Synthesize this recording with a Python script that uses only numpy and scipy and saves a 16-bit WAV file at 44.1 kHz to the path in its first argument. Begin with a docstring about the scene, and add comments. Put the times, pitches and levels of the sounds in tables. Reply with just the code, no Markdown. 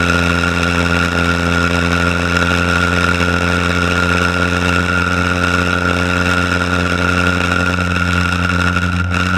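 """Valveless pulse jet, a few metres off in a paved yard, firing about 88 times a second.
Each cycle: a steep pressure wave, a crackling exhaust burst, a pipe ring and a puff of low roar.
The plume rumbles underneath; walls echo. Firings are uneven, with bangs and misfires.
Late on the burn softens, nearly goes out for a tenth of a second, and catches again."""
import sys
import numpy as np
from scipy import signal
from scipy.io import wavfile
from scipy.ndimage import uniform_filter1d

SR = 44100
rng = np.random.default_rng(int(sys.argv[2]) if len(sys.argv) > 2 else 0)


def persist_wave(psi):
    """Save psi, clipped to +-1, as 16-bit WAV."""
    counts = np.round(np.clip(psi, -1, 1) * 32767).astype(np.int16)
    wavfile.write(sys.argv[1], SR, np.atleast_2d(counts).T)


N = 413216
TIME_S = np.arange(N) / SR

# firing rate, creeping up as the pipe heats: t/s, f/Hz
FIRING_RATE = [(0.0, 86.27), (0.95, 86.37), (1.5, 85.95), (2.8, 87.56), (3.3, 87.56), (4.7, 88.39),
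               (5.2, 88.87), (5.85, 88.72), (6.25, 89.3), (6.9, 88.68), (7.7, 89.46), (8.2, 88.57),
               (9.1, 89.24), (9.37, 91.34)]
# burn state: t/s, softness (0 = full shock), burst level/dB, ring level/dB
BURN_STATE = [(0, 0.5, -23, -21.5), (1.1, .6, -24, -22), (2.2, 0.7, -24, -22), (2.8, 1.8, -23, -21),
              (3.3, 1.3, -24.5, -21.5), (3.8, 1.4, -23.5, -21.5), (4.68, 1.5, -23.8, -20.5),
              (5.05, 4.5, -25.5, -20), (5.55, 1.3, -23.5, -20.5), (5.9, 1.5, -26.5, -21),
              (6.27, 2.5, -22.5, -21), (6.8, 2, -25.5, -21), (7.4, 3.5, -24.5, -21.5),
              (7.72, 3.8, -25.3, -21.5), (7.77, 11, -26.8, -22), (8.25, 9, -24, -22), (8.7, 9, -25.5, -21),
              (8.98, 14.5, -28, -23), (9.17, 8.5, -23.3, -19), (9.37, 11, -26.3, -19.5)]
# hard firings, re usual: t/s, blast level/dB, burst level/dB, ring level/dB
BANG_FIRINGS = [(.481, 0, 4, 0), (.634, 0, 4, 5), (1.059, 0, 4, 0), (1.642, 2, 2, 7), (1.932, 1, 5, 8),
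                (2.37, 2.5, 5, 5), (2.404, -1, -1, 5), (3.045, 0, 5.5, 5), (3.228, 1.5, 3, 6),
                (3.343, 2, 1, 5), (4.025, 1, 2, 4), (4.117, 1.5, 1, 6), (4.184, 0, 4, 6),
                (4.694, 1.5, 5, 0), (5.023, 2, 3, 7), (5.269, 1.5, 4, 7), (5.439, 2, 5, 3),
                (5.731, 0, 1, 6), (5.912, 3.5, 5, 8), (6.315, 0, 4, 0), (6.924, 3, 6, 0), (7.093, 2, 6, 2),
                (7.519, 2.5, 4, 7), (7.742, 2.5, 6, 7), (7.877, 5, 4, 0), (7.922, 4, 5, 5),
                (7.967, 6, 6, 7), (8.09, 3.5, 4, 3), (8.18, 2.5, 3, 6), (8.327, 1.5, 6, 2),
                (8.362, 3, 3, 5), (8.452, 2.5, 3, 5), (8.497, -1, 2, 2), (8.597, 4, 2, 3), (8.642, 3, 3, 6),
                (8.676, 0, 4, 5), (8.766, 4, 4, 5), (8.834, 1, 2, 3), (8.934, 3, 5, 2), (8.967, 0, 6, 0),
                (9.002, 3, 7, 0), (9.17, 3, 3, 5), (9.203, 3.5, 4, 1), (9.27, 2, 5, 4)]
# firings that barely light, re usual: t/s, blast level/dB
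WEAK_FIRINGS = [(.528, -3), (1.096, -4), (1.108, -5), (1.143, -4), (1.689, -4.5), (2.381, -4.5),
                (3.399, -6.5), (4.014, -4.5), (4.196, -3.5), (4.876, -6.5), (5.034, -4), (5.056, -5),
                (5.799, -5), (5.923, -4.5), (6.889, -6), (6.969, -6), (7.394, -6), (7.552, -5.5),
                (7.653, -4), (7.99, -5), (8.305, -6), (8.485, -5), (8.63, -4), (8.8, -5), (8.811, -6),
                (8.912, -6)]
# pressure wave overtones: multiple of the firing rate, relative level/dB
OVERTONES = [(2, 0.9), (3, 0), (4, -9.5), (5, -3.5), (6, -5), (7, -9.5), (8, -19), (9, -20), (10, -17.5),
             (11, -20), (12, -28), (13, -16.5)]
# exhaust turbulence spectrum: f/Hz, relative level/dB
JET_SPECTRUM = [(100, -19.5), (500, -9.5), (900, -4.5), (1700, 2.5), (2100, -3), (3100, -7), (4500, -16),
                (6500, -13.5), (8000, -18.5), (10000, -25), (12000, -30), (14300, -33), (15500, -51)]
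# chamber resonances and notches: f/Hz, width/Hz, gain/dB
CHAMBER_PEAKS = [(1156, 52, 6.5), (1408.4, 119, 15), (2073, 250, -4.5), (2253, 116, 7), (2670, 422, 11.5),
                 (2984, 104, -10), (3343, 91, 8), (3682, 270, 10.5), (3946, 200, 9), (4780, 95, -9.5),
                 (5260, 670, 10), (5860, 110, -2.5), (6250, 260, 3.5), (6500, 180, -7), (6890, 200, 2),
                 (7160, 400, -3), (7890, 560, 4), (9140, 250, -0.5), (9550, 300, 1.5), (13100, 260, -7)]
# pipe cross modes: f/Hz, relative level/dB, lead on the front/s, rise/s, decay/s, gain per softness/dB
PIPE_MODES = [(1406.7, 0.5, 0.0018, 0.0041, 0.0035, 0), (2713, -14.5, .0041, 0.0012, 0.0021, 0.35)]
# wall echoes: delay/s, relative level/dB
WALL_ECHOES = [(0.0171, -17.5), (0.02, -23), (0.0294, -30), (.047, -25), (0.082, -15.5)]
# plume puffs, plume rumble, yard response: f/Hz, level/dB
ROAR_SPECTRUM = [(30, -38), (130, -13), (200, 8), (350, -13.5), (520, 2), (950, -2), (1300, -17),
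                 (2200, -6.5), (6000, -58)]
RUMBLE_SPECTRUM = [(15, -22), (50, -16), (130, -8), (200, -10), (350, -1), (520, 0), (1150, -11),
                   (2000, -26), (6000, -43)]
YARD_SPECTRUM = [(100, -5), (500, -4.5), (3000, -7), (12000, -7.5)]

ADVANCE_CYCLES = .009  # burst and ring come earlier, per unit softness


def gain_of(db):
    """dB to amplitude factor."""
    return 10 ** (np.asarray(db) / 20)


def unit_rms(x):
    """Scale to rms 1."""
    return x / np.sqrt(np.mean(x ** 2) + 1e-20)


def follow(rows, t_s):
    """Table columns interpolated at t_s."""
    times_s, *columns = np.transpose(rows)
    return [np.interp(t_s, times_s, column) for column in columns]


def colour(x, spectrum, peaks=()):
    """Minimum-phase filter: spectrum plus Gaussian peaks and notches."""
    hz = np.fft.rfftfreq(4096, 1 / SR)
    points_hz, points_db = np.transpose(spectrum)
    db = np.interp(np.log(hz + 1), np.log(points_hz), points_db)
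    for centre_hz, width_hz, height_db in peaks:
        db += height_db * .5 ** ((2 * (hz - centre_hz) / width_hz) ** 2)
    log_gain = np.log(gain_of(np.r_[db, db[-2:0:-1]]))
    taps = np.fft.ifft(np.exp(np.conj(signal.hilbert(log_gain)))).real
    return signal.oaconvolve(x, taps[:len(hz)])[:N]


def per_firing(values, cycles, glide_cycles=.32):
    """One value per firing, gliding to the next in the lull between fronts."""
    firing, age = np.divmod(cycles, 1)
    glide = np.clip((age - .5) / glide_cycles + .5, 0, 1)
    return np.interp(firing + glide, np.arange(len(values)), values)


def steady_cycles():
    """Running cycle count of the air column, without jitter."""
    return .37 + np.cumsum(follow(FIRING_RATE, TIME_S)[0]) / SR


def flame_db(dip_s=9.014, fall_s=.008, hold_s=.08, relight_s=.032):
    """Flame level: full but for one near flameout."""
    corners_s = dip_s + np.cumsum([0, fall_s, hold_s, relight_s])
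    return np.interp(TIME_S, corners_s, [0, -14, -15, 0])


def softness():
    """Slump of the front from a full shock; a starved flame adds to it."""
    return follow(BURN_STATE, TIME_S)[0] - .33 * flame_db()


def firings(jitter_cycles=.011, wander_cycles=.01, sputter_db=.3):
    """Uneven ignition: cycle count per sample; time and blast, burst and ring levels per firing."""
    cycles = steady_cycles()
    index = np.arange(int(cycles[-1]) + 2)
    early, blast_draw, burst_draw, ring_draw, drift = rng.standard_normal((len(index), 5)).T
    cycles += np.interp(cycles, index, signal.lfilter([1], [1, -.8], wander_cycles * drift))
    # a soft burn ignites less evenly and sputters
    cycles += (jitter_cycles + .001 * softness()) * np.interp(cycles, index, early)
    fire_s = np.interp(index, cycles, TIME_S)
    soft = np.interp(fire_s, TIME_S, softness())
    blast_db = (1 + .11 * soft) * blast_draw
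    burst_db = .96 * blast_db + (1.1 + sputter_db * soft) * np.minimum(burst_draw, 1)
    ring_db = .5 * blast_db + 20 * np.log10(np.clip(1 + .31 * ring_draw, .25, 1.6))
    for t_s, *levels_db in BANG_FIRINGS:
        k = np.argmin(abs(fire_s - t_s))
        blast_db[k], burst_db[k], ring_db[k] = levels_db
        burst_db[k - 1], ring_db[k - 1] = 1.5, -4.5  # previous firing burns lean, leaves fuel
        blast_db[k + 1] -= 1.5  # next finds less fuel
    for t_s, db in WEAK_FIRINGS:
        k = np.argmin(abs(fire_s - t_s))
        blast_db[k], burst_db[k], ring_db[k] = db, 1.4 * db, .85 * db
    return cycles, fire_s, blast_db, burst_db, ring_db


def pressure_wave(cycles, fire_s, blast_db, gain_db=-20.5, memory=.51, sway=.66, slump_db=1.29):
    """Sawtooth of suction and blast; harder firings steepen the front towards a shock."""
    soft = softness()
    # the air column carries the fundamental through weak firings and recovers slowly
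    stored = signal.lfilter([1], [1, -memory], np.minimum(blast_db, 1.5))
    stored = uniform_filter1d(np.interp(TIME_S, fire_s, stored), SR // 88)
    column_db = .96 * stored / (1 + .045 * soft)
    steady = steady_cycles()
    column_cycles = steady + sway * (cycles - steady)
    wave = gain_of(2 + column_db) * np.sin(2 * np.pi * column_cycles)
    front_db = 1.56 * per_firing(blast_db, cycles)
    choke_db = .5 * flame_db()  # overtones need the flame
    for k, db in OVERTONES:
        rounding_db = slump_db * soft * np.clip((k - 1.8) / 2.3, 0, 1)
        front_share = np.clip((k - 1.9) / 2.3, 0, 1)  # high overtones follow the single firing
        push_db = front_share * front_db + (1 - front_share) * column_db
        phase_cycles = column_cycles + front_share * (cycles - column_cycles)
        wave += gain_of(db + push_db + choke_db - rounding_db) * np.sin(2 * np.pi * k * phase_cycles)
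    return gain_of(gain_db + .28 * soft) * wave  # a rounder wave swings wider


def exhaust(cycles, burst_db, lead_cycles=.36, rise_cycles=.14, hold_cycles=.3, fall_cycles=.19,
            idle_db=-18, shocks_per_s=3200, split_hz=6000):
    """Hot gas tears out ahead of each front: many small shocks, brighter in a stronger burn."""
    soft, count = softness(), len(burst_db)
    firing, age = np.divmod(cycles + lead_cycles + ADVANCE_CYCLES * soft, 1)
    firing = np.clip(firing.astype(int), 0, count - 1)
    stretch = np.exp(.16 * rng.standard_normal(count))
    length_cycles = hold_cycles * stretch[firing] * gain_of(-.4 * soft)
    burst = np.minimum(age / rise_cycles, 1) * np.exp(-np.maximum(age - length_cycles, 0) / fall_cycles)
    envelope = burst * gain_of(burst_db)[firing] + gain_of(idle_db)
    onsets = rng.random(N) < shocks_per_s / SR
    shocks = onsets * gain_of(2.5 * np.minimum(rng.exponential(1, N), 4))
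    gas = unit_rms(shocks * rng.choice([-1, 1], N)) + .65 * rng.standard_normal(N)
    jet = colour(envelope * gas, JET_SPECTRUM, CHAMBER_PEAKS)
    jet /= signal.sosfilt(signal.butter(4, 2000, "high", fs=SR, output="sos"), jet).std()
    lows = signal.sosfiltfilt(signal.butter(2, split_hz, fs=SR, output="sos"), jet)
    level_db = follow(BURN_STATE, TIME_S)[1] + flame_db()
    spit_db = per_firing(rng.standard_normal(count), cycles)
    treble_db = .11 * (level_db + 24) + spit_db
    return gain_of(level_db) * (lows + (jet - lows) * gain_of(treble_db))


def pipe_ring(fire_s, ring_db, spread_hz=9, spread_rad=1.67):
    """Each blast rings the pipe's cross modes; pitch scatters with gas heat."""
    t_s = np.arange(SR // 60) / SR
    rings = np.zeros(N + len(t_s))
    soft = np.interp(fire_s, TIME_S, softness())
    strikes_s = fire_s - ADVANCE_CYCLES * soft / follow(FIRING_RATE, fire_s)[0]
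    for hz, mode_db, lead_s, rise_s, decay_s, soft_gain_db in PIPE_MODES:
        attack = np.sin(np.pi / 2 * np.minimum(t_s / rise_s, 1)) ** 2
        envelope = attack * np.exp(-(np.maximum(t_s - rise_s, 0) / decay_s) ** 1.67)
        for strike_s, strike_db in zip(strikes_s, ring_db + soft_gain_db * soft):
            heat, slip = rng.standard_normal(2)
            start = int(np.clip((strike_s - lead_s) * SR, 0, N))
            tone = np.sin(2 * np.pi * (hz + spread_hz * heat) * t_s + spread_rad * slip)
            rings[start:start + len(t_s)] += gain_of(mode_db + strike_db) * envelope * tone
    return gain_of(follow(BURN_STATE, TIME_S)[2] + .85 * flame_db()) * unit_rms(rings[:N])


def plume(cycles, blast_db, roar_db=-30, rumble_db=-40, lead_cycles=.067):
    """A puff of low roar at each front, over the steady rumble of the hot plume."""
    soft = softness()
    sharpness = 2.1 / (1 + .12 * np.maximum(soft - 3, 0))  # a soft burn smears the puff
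    puffs = np.exp(sharpness * (np.cos(2 * np.pi * (cycles + lead_cycles)) - 1))
    puffs *= np.sqrt(sharpness) * gain_of(per_firing(blast_db, cycles))
    roar = colour(puffs * rng.standard_normal(N), ROAR_SPECTRUM)
    rumble = colour(rng.standard_normal(N), RUMBLE_SPECTRUM)
    return gain_of(roar_db - .3 * soft) * unit_rms(roar) + gain_of(rumble_db) * unit_rms(rumble)


def yard(x, tail_db=-23, t60_s=1.0, gap_s=.02):
    """Slaps off nearby walls; a thin, dull tail from the rest of the yard."""
    t_s = np.arange(SR // 2) / SR
    response = rng.standard_normal(len(t_s)) * gain_of(-60 * t_s / t60_s) * (t_s > gap_s)
    response *= gain_of(tail_db) / np.linalg.norm(response)
    for delay_s, db in WALL_ECHOES:
        response[round(delay_s * SR)] += gain_of(db)
    return colour(signal.oaconvolve(x, response)[:N], YARD_SPECTRUM)


def scene():
    """Engine plus echoes, mono."""
    cycles, fire_s, blast_db, burst_db, ring_db = firings()
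    engine = pressure_wave(cycles, fire_s, blast_db) + exhaust(cycles, burst_db)
    engine += pipe_ring(fire_s, ring_db) + plume(cycles, blast_db)
    return (engine + yard(engine))[None]


def record(dry, cutoff_hz=15450):
    """Soft clip, then low-pass."""
    rounded = dry / (1 + dry ** 6) ** (1 / 6)
    taps = signal.firwin(255, cutoff_hz, window=("kaiser", 9), fs=SR)
    return signal.oaconvolve(rounded, taps[None], "same")


dry = scene()
out = record(dry)
persist_wave(out)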